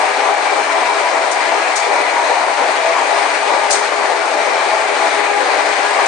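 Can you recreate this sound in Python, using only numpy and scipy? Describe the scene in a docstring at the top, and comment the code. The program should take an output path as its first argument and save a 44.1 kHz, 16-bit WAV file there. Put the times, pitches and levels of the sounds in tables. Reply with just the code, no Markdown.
"""Tyre roar and a rush of air fill a driverless train car that eases off along an elevated guideway.
A whine from the running gear slowly sinks, a loose fitting clacks, and a ventilation unit hums.
The roar and rush are shaped noise; whine and hum are tones with wavering strength and phase.
The clacks are bursts of random impulses and noise that excite resonant modes, each with a noise tail.
An output stage widens the stereo image, limits the highest peaks and cuts the top of the treble."""
import sys
import numpy as np
from scipy import signal
from scipy.fft import rfft, irfft
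from scipy.io import wavfile
from scipy.ndimage import uniform_filter1d, minimum_filter1d

SR = 44100
rng = np.random.default_rng(int(sys.argv[2]) if len(sys.argv) > 2 else 0)


def store_pcm(level_fs):
    """Save levels as 16-bit WAV."""
    pcm = np.round(np.clip(level_fs, -1, 1) * 32767).astype(np.int16)
    wavfile.write(sys.argv[1], SR, np.atleast_2d(pcm).T)


N = 267775
TIME, HZ = np.arange(N) / SR, np.fft.rfftfreq(N, 1 / SR)  # seconds, Hz


def gain_of(db):
    """Level law: decibels to an amplitude ratio."""
    return 10 ** (np.asarray(db) / 20)


def evened(x):
    """Power normalisation: scales to rms 1."""
    return x / np.sqrt(np.mean(np.abs(x) ** 2) + 1e-20)


def read(points, hz):
    """Spectral envelope: interpolates the points on a log-frequency axis."""
    point_hz, value = np.transpose(points)
    return np.interp(np.log(hz + 1), np.log(point_hz + 1), value)


def follow(curve):
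    """Time envelope: interpolates each column after the first at every sample."""
    seconds, *columns = np.transpose(curve)
    return np.squeeze([np.interp(TIME, seconds, column) for column in columns])


def panned(lean_db):
    """Level-difference stereo: left and right gains whose mean is 1, for left minus right in dB."""
    ratio = gain_of(np.atleast_1d(lean_db))
    return 2 * np.array([ratio, np.ones_like(ratio)]) / (1 + ratio)


def drift(rate_hz):
    """Low-pass noise: a random modulation of rms 1 with a Gaussian roll-off around the given rate."""
    spectrum = rfft(rng.standard_normal(N))
    return evened(irfft(spectrum * np.exp(-(HZ / rate_hz) ** 2), N))


def fuzzy_tone(hz, width_hz, steady):
    """Narrow-band noise around a carrier; steady is the share of power that stays a clean tone."""
    steady = np.clip(steady, 0, 1)
    waver = evened(drift(width_hz / 2) + 1j * drift(width_hz / 2))
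    phasor = np.sqrt(steady) + np.sqrt(1 - steady) * waver
    turns = np.cumsum(hz * np.ones(N)) / SR + rng.random()
    return evened((phasor * np.exp(2j * np.pi * turns)).real)


# Spectrum of the tyres' rolling noise.
# Each row: frequency in Hz, relative density in dB per Hz.
TYRE_SPECTRUM = [(90, -81), (150, -54), (200, -35.5), (280, -15.5), (370, -9), (450, -8), (600, -2.5),
                 (820, 0), (1000, -2), (1300, -9.5), (2000, -18.5), (4000, -81)]
# Spectrum of the rush of the drive and of air over the body.
# Each row: frequency in Hz, relative density in dB per Hz.
RUSH_SPECTRUM = [(300, -67.5), (900, -8.5), (1350, 8), (2000, 9.5), (2420, 9), (2620, 2.5), (2850, 1),
                 (3400, -1.5), (4200, -0.5), (5200, -6), (6600, -6.5), (7600, -10), (8800, -5.5),
                 (9600, -17), (10150, -28), (10700, -57.5)]
# Level of the tyre roar as the track passes under the car. 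Each row: time in seconds, level in dB.
TYRE_LEVEL = [(0.0, -18.5), (.13, -21.5), (.29, -16.5), (.34, -23), (.38, -17.5), (.56, -18), (.7, -20),
              (1.23, -18.5), (1.32, -21), (1.53, -18), (1.85, -20), (1.91, -18), (2.12, -18), (2.3, -18.5),
              (2.5, -17), (2.55, -26.5), (2.6, -16), (2.84, -20.5), (2.95, -18.5), (3.25, -17), (3.31, -22),
              (3.37, -19.5), (3.47, -18.5), (3.53, -17), (3.6, -21), (3.73, -18), (3.92, -22),
              (4.01, -15.5), (4.08, -18.5), (4.5, -17.5), (4.6, -17.5), (4.72, -19), (4.97, -19.5),
              (5.02, -17.5), (5.2, -19.5), (5.31, -16.5), (5.39, -21), (5.44, -18.5), (5.8, -18.5),
              (6.07, -16.5)]
# Level of the rush. Each row: time in seconds, level in dB.
RUSH_LEVEL = [(0.0, -21), (0.36, -22.5), (0.8, -21.5), (1.32, -22.5), (1.44, -21.5), (2.36, -21.5),
              (2.47, -22.5), (2.6, -21.5), (3.36, -21.0), (3.64, -22), (3.72, -21), (3.84, -22.5),
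              (4.96, -21.5), (5.08, -20), (5.24, -22), (6.07, -20)]


def rolling():
    """Broadband rolling noise: tyres roar with a quick flutter on steel track, under a smoother rush."""
    roar = cabin_noise(TYRE_SPECTRUM, patchy_db=1.5, flutter_db=1.2, flutter_hz=35)
    rush = cabin_noise(RUSH_SPECTRUM, patchy_db=0.94, flutter_db=0.72, flutter_hz=35)
    return roar * gain_of(follow(TYRE_LEVEL)) + rush * gain_of(follow(RUSH_LEVEL))


# Likeness of the cabin noise in the two channels.
# Each row: frequency in Hz, left-right correlation from 0 to 1.
CABIN_LIKENESS = [(200, 0.93), (290, 0.83), (430, 0.62), (600, 0.79), (950, 0.64), (1500, 0.17),
                  (2300, 0.38), (3400, 0.42), (4600, 0.42), (6800, 0.3), (8000, 0.22), (9600, 0.13)]
# Stereo lean of the cabin noise. Each row: frequency in Hz, left minus right in dB.
CABIN_BALANCE = [(200, 7.5), (290, 5), (430, 5.5), (600, 7), (950, 6.5), (1500, 6.5), (2300, 7.5),
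                 (3400, 6.5), (4600, 7.5), (6800, 7.5), (8000, 1.5), (9600, 6)]


def cabin_noise(colour, patchy_db, flutter_db, flutter_hz):
    """Partly coherent filtered noise: drifting spectral patches and a flutter shared by both channels."""
    window, hop = 2048, 512  # samples
    frames, hz = N // hop + 5, np.fft.rfftfreq(window, 1 / SR)
    a, b, c, d, patches = rng.standard_normal((5, frames, len(hz)))
    patches = uniform_filter1d(patches, size=9, axis=0)  # smooth in time
    patches = evened(uniform_filter1d(patches, size=28, axis=1))  # smooth in frequency
    same = np.clip(read(CABIN_LIKENESS, hz), -1, 1)
    left, other = a + 1j * b, c + 1j * d
    right = same * left + np.sqrt(1 - same ** 2) * other
    lean = panned(read(CABIN_BALANCE, hz))[:, None]
    spectra = np.array([left, right]) * lean * gain_of(read(colour, hz) + patchy_db * patches)
    noise = signal.istft(spectra.swapaxes(1, 2), nperseg=window, noverlap=window - hop)[1][:, :N]
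    noise = noise * gain_of(flutter_db * drift(flutter_hz))
    return noise / np.std(noise.mean(0))


# The running gear slows as the car brakes.
# Each row: time in seconds, turning rate in Hz before a small waver, level of its third multiple in dB,
# level of its fourth multiple in dB.
GEAR_SLOWING = [(0, 255, -24, -40), (.45, 252.5, -26, -42), (.8, 245.6, -38, -29), (1.6, 242, -33, -27),
                (2.4, 236.5, -32, -27.5), (3.1, 231.5, -29, -31.5), (3.5, 227.5, -43, -29.5),
                (4.2, 221, -35, -29), (4.8, 215.5, -36, -24.5), (5.4, 205, -41, -33),
                (6.07, 197.4, -41, -36)]


def whine(waver=0.00486, fade_db=2, fade_hz=10):
    """Harmonics of rotation: two multiples of the turning rate sink with speed, wavering and fading."""
    turning_hz, third_db, fourth_db = follow(GEAR_SLOWING)
    turning_hz = turning_hz * (1 + waver * drift(rate_hz=8.22))  # waver is an rms fraction
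    third = gain_of(third_db) * fuzzy_tone(3 * turning_hz, width_hz=25, steady=0.24)
    fourth = gain_of(fourth_db) * fuzzy_tone(4 * turning_hz, width_hz=25, steady=0.33)
    fade = evened(gain_of(fade_db * drift(fade_hz)))
    return panned(lean_db=3.5) * (third + fourth) * fade


# Clacks of a loose fitting.
# Each row: start in seconds, relative level in dB, rise time constant in seconds,
# length of the chatter in seconds (to 1/e), time for the tail to fall 60 dB in seconds,
# brightness tilt in dB per octave.
CLACK_EVENTS = [(1.310, -21.5, 0.0055, 0.016, .17, 1), (1.755, -16.5, 0.0068, 0.017, .2, -1),
                (1.794, -27, 0.0043, 0.013, .14, -5), (2.7, -29, .012, .02, .22, 1),
                (3.698, -20, .004, 0.0087, 0.075, 0), (3.705, -14, 0.0023, 0.021, 0.35, -.5),
                (3.726, -16, .002, 0.0078, 0.089, 3), (4.254, -29, 0.0045, 0.0087, 0.073, 3),
                (6.058, -23.5, .003, 0.013, 0.14, -4.5)]
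# Resonant modes of the fitting. Each row: frequency in Hz, lift in dB, width in Hz.
FITTING_MODES = [(4640, 1.5, 120), (6000, 6, 66), (6610, 4.5, 160), (7100, 3.5, 40), (8400, 4, 120)]
# Colour of every clack. Each row: frequency in Hz, relative density in dB per Hz.
CLACK_SPECTRUM = [(500, -43), (2500, -19), (4100, 1), (5600, 2), (6700, 3), (7600, 2), (8700, 2.5),
                  (10000, -3), (11300, -20)]
CONTACTS_PER_S = 2100  # mean rate of tiny hard contacts within the chatter
TAIL_TOP_HZ = 9800  # the cabin soaks up the ring of a clack above this


def clacks(tail_db=1.5, scrape_db=-2, clump_db=0.9, bend_hz=6500):
    """Impact excitation of modes: ragged chatter rings the fitting, with a bright decaying cabin tail."""
    spectrum = 0
    tail_lowpass = 1 / (1 + (HZ / TAIL_TOP_HZ) ** 20)
    octaves = np.log2(np.maximum(HZ / bend_hz, .5))  # the tilt stops one octave below the bend
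    for start, db, rise, length, t60, brightness in CLACK_EVENTS:
        age = np.maximum(TIME - start, 0)
        onset = 1 - np.exp(-age / rise)  # silent before the start
        struck = rng.random(N) < CONTACTS_PER_S / SR
        contacts = evened(struck * rng.choice([-1., 1.], (2, N)))
        scrape = gain_of(scrape_db) * rng.standard_normal((2, N))
        chatter = evened(contacts + scrape) * np.exp(-(age / length) ** 2)
        tail = rng.standard_normal((2, N)) * gain_of(tail_db - 60 * age / t60)
        clack = rfft(onset * chatter) + rfft(onset * tail) * tail_lowpass
        spectrum = spectrum + clack * gain_of(db + brightness * octaves)
    modes = 1 + sum((gain_of(lift) - 1) / (1 + 2j * (HZ - hz) / width)
                    for hz, lift, width in FITTING_MODES)
    response = evened(modes * gain_of(read(CLACK_SPECTRUM, HZ)))
    rung = irfft(spectrum * response, N)
    clumps = gain_of(clump_db * drift(rate_hz=200))  # the contacts come in uneven clumps
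    return panned(lean_db=5.5) * rung * clumps


FAN_HZ = 165.4  # base rate of the ventilation unit
# Tones of the ventilation unit.
# Each row: multiple of FAN_HZ (rounded to a whole number when played), level in dB, width in Hz,
# left minus right in dB.
FAN_TONES = [(2.99, -36.5, 18, 11.5), (3.982, -28, 20, 4.5), (4.99, -29, 21, 10), (10.1, -38, 15, -3),
             (12, -41, 24, 6.5), (14, -37, 30, 5)]
# Resonances of the car body, kept ringing by the ride.
# Each row: frequency in Hz, level in dB, width in Hz, left minus right in dB.
BODY_TONES = [(293.3, -51, 11, 3.5), (588.6, -34, 21, 5), (740, -33.5, 38, 4), (807, -32.5, 31, 9),
              (984, -40, 12, 5), (1070, -40, 13, 7), (1170, -36, 64, 7), (1218, -37, 22, 5),
              (2405, -46, 40, 8)]
BOOM_HZ = 411  # a body resonance far to the left
# Level of that boom. Each row: time in seconds, level in dB.
BOOM_SWELL = [(0, -31), (.5, -35), (2.5, -37.5), (3.3, -32.5), (4.2, -33), (6.07, -30.5)]


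def hum(swell_db=2.5, swell_hz=1.8):
    """Fan harmonics and body resonances: each holds its pitch while its strength comes and goes."""
    fan = body = 0
    for multiple, db, width, lean in FAN_TONES:
        tone = fuzzy_tone(round(multiple) * FAN_HZ, width, steady=0.03)
        swell = evened(gain_of(swell_db * drift(swell_hz)))
        fan = fan + panned(lean) * gain_of(db) * tone * swell
    for hz, db, width, lean in BODY_TONES:
        body = body + panned(lean) * gain_of(db) * fuzzy_tone(hz, width, steady=0.064)
    boom = gain_of(follow(BOOM_SWELL)) * fuzzy_tone(BOOM_HZ, width_hz=22.8, steady=0.015)
    return fan + body + panned(lean_db=22) * boom


def scene():
    """Superposition: the sound pressures of all sources in the car add."""
    return rolling() + hum() + whine() + clacks()


def limited(x):
    """Peak limiting: a fast gain shared by both channels turns down peaks that would pass full scale."""
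    allowed = 1 / np.maximum(np.abs(x).max(0), 1)
    lowest = minimum_filter1d(allowed, size=401)
    return x * uniform_filter1d(lowest, size=401)


WIDEN_S = .01  # delay of the widening echo, seconds
EDGE_HZ = 11300  # upper edge of the output band


def record(dry, side_echo=0.22, mid_echo=0.14):
    """Antiphase echo: a delay of opposite sign in the channels widens; then limiter and band limit."""
    mid, side = dry.mean(0), (dry[0] - dry[1]) / 2
    echo = np.pad(side_echo * side + mid_echo * mid, (round(WIDEN_S * SR), 0))[:N]
    wide = np.array([dry[0] + echo, dry[1] - echo])
    lowpass = signal.firwin(511, EDGE_HZ, window=("kaiser", 9), fs=SR)
    return signal.oaconvolve(limited(wide), lowpass[None], "same")


dry = scene()
out = record(dry)
store_pcm(out)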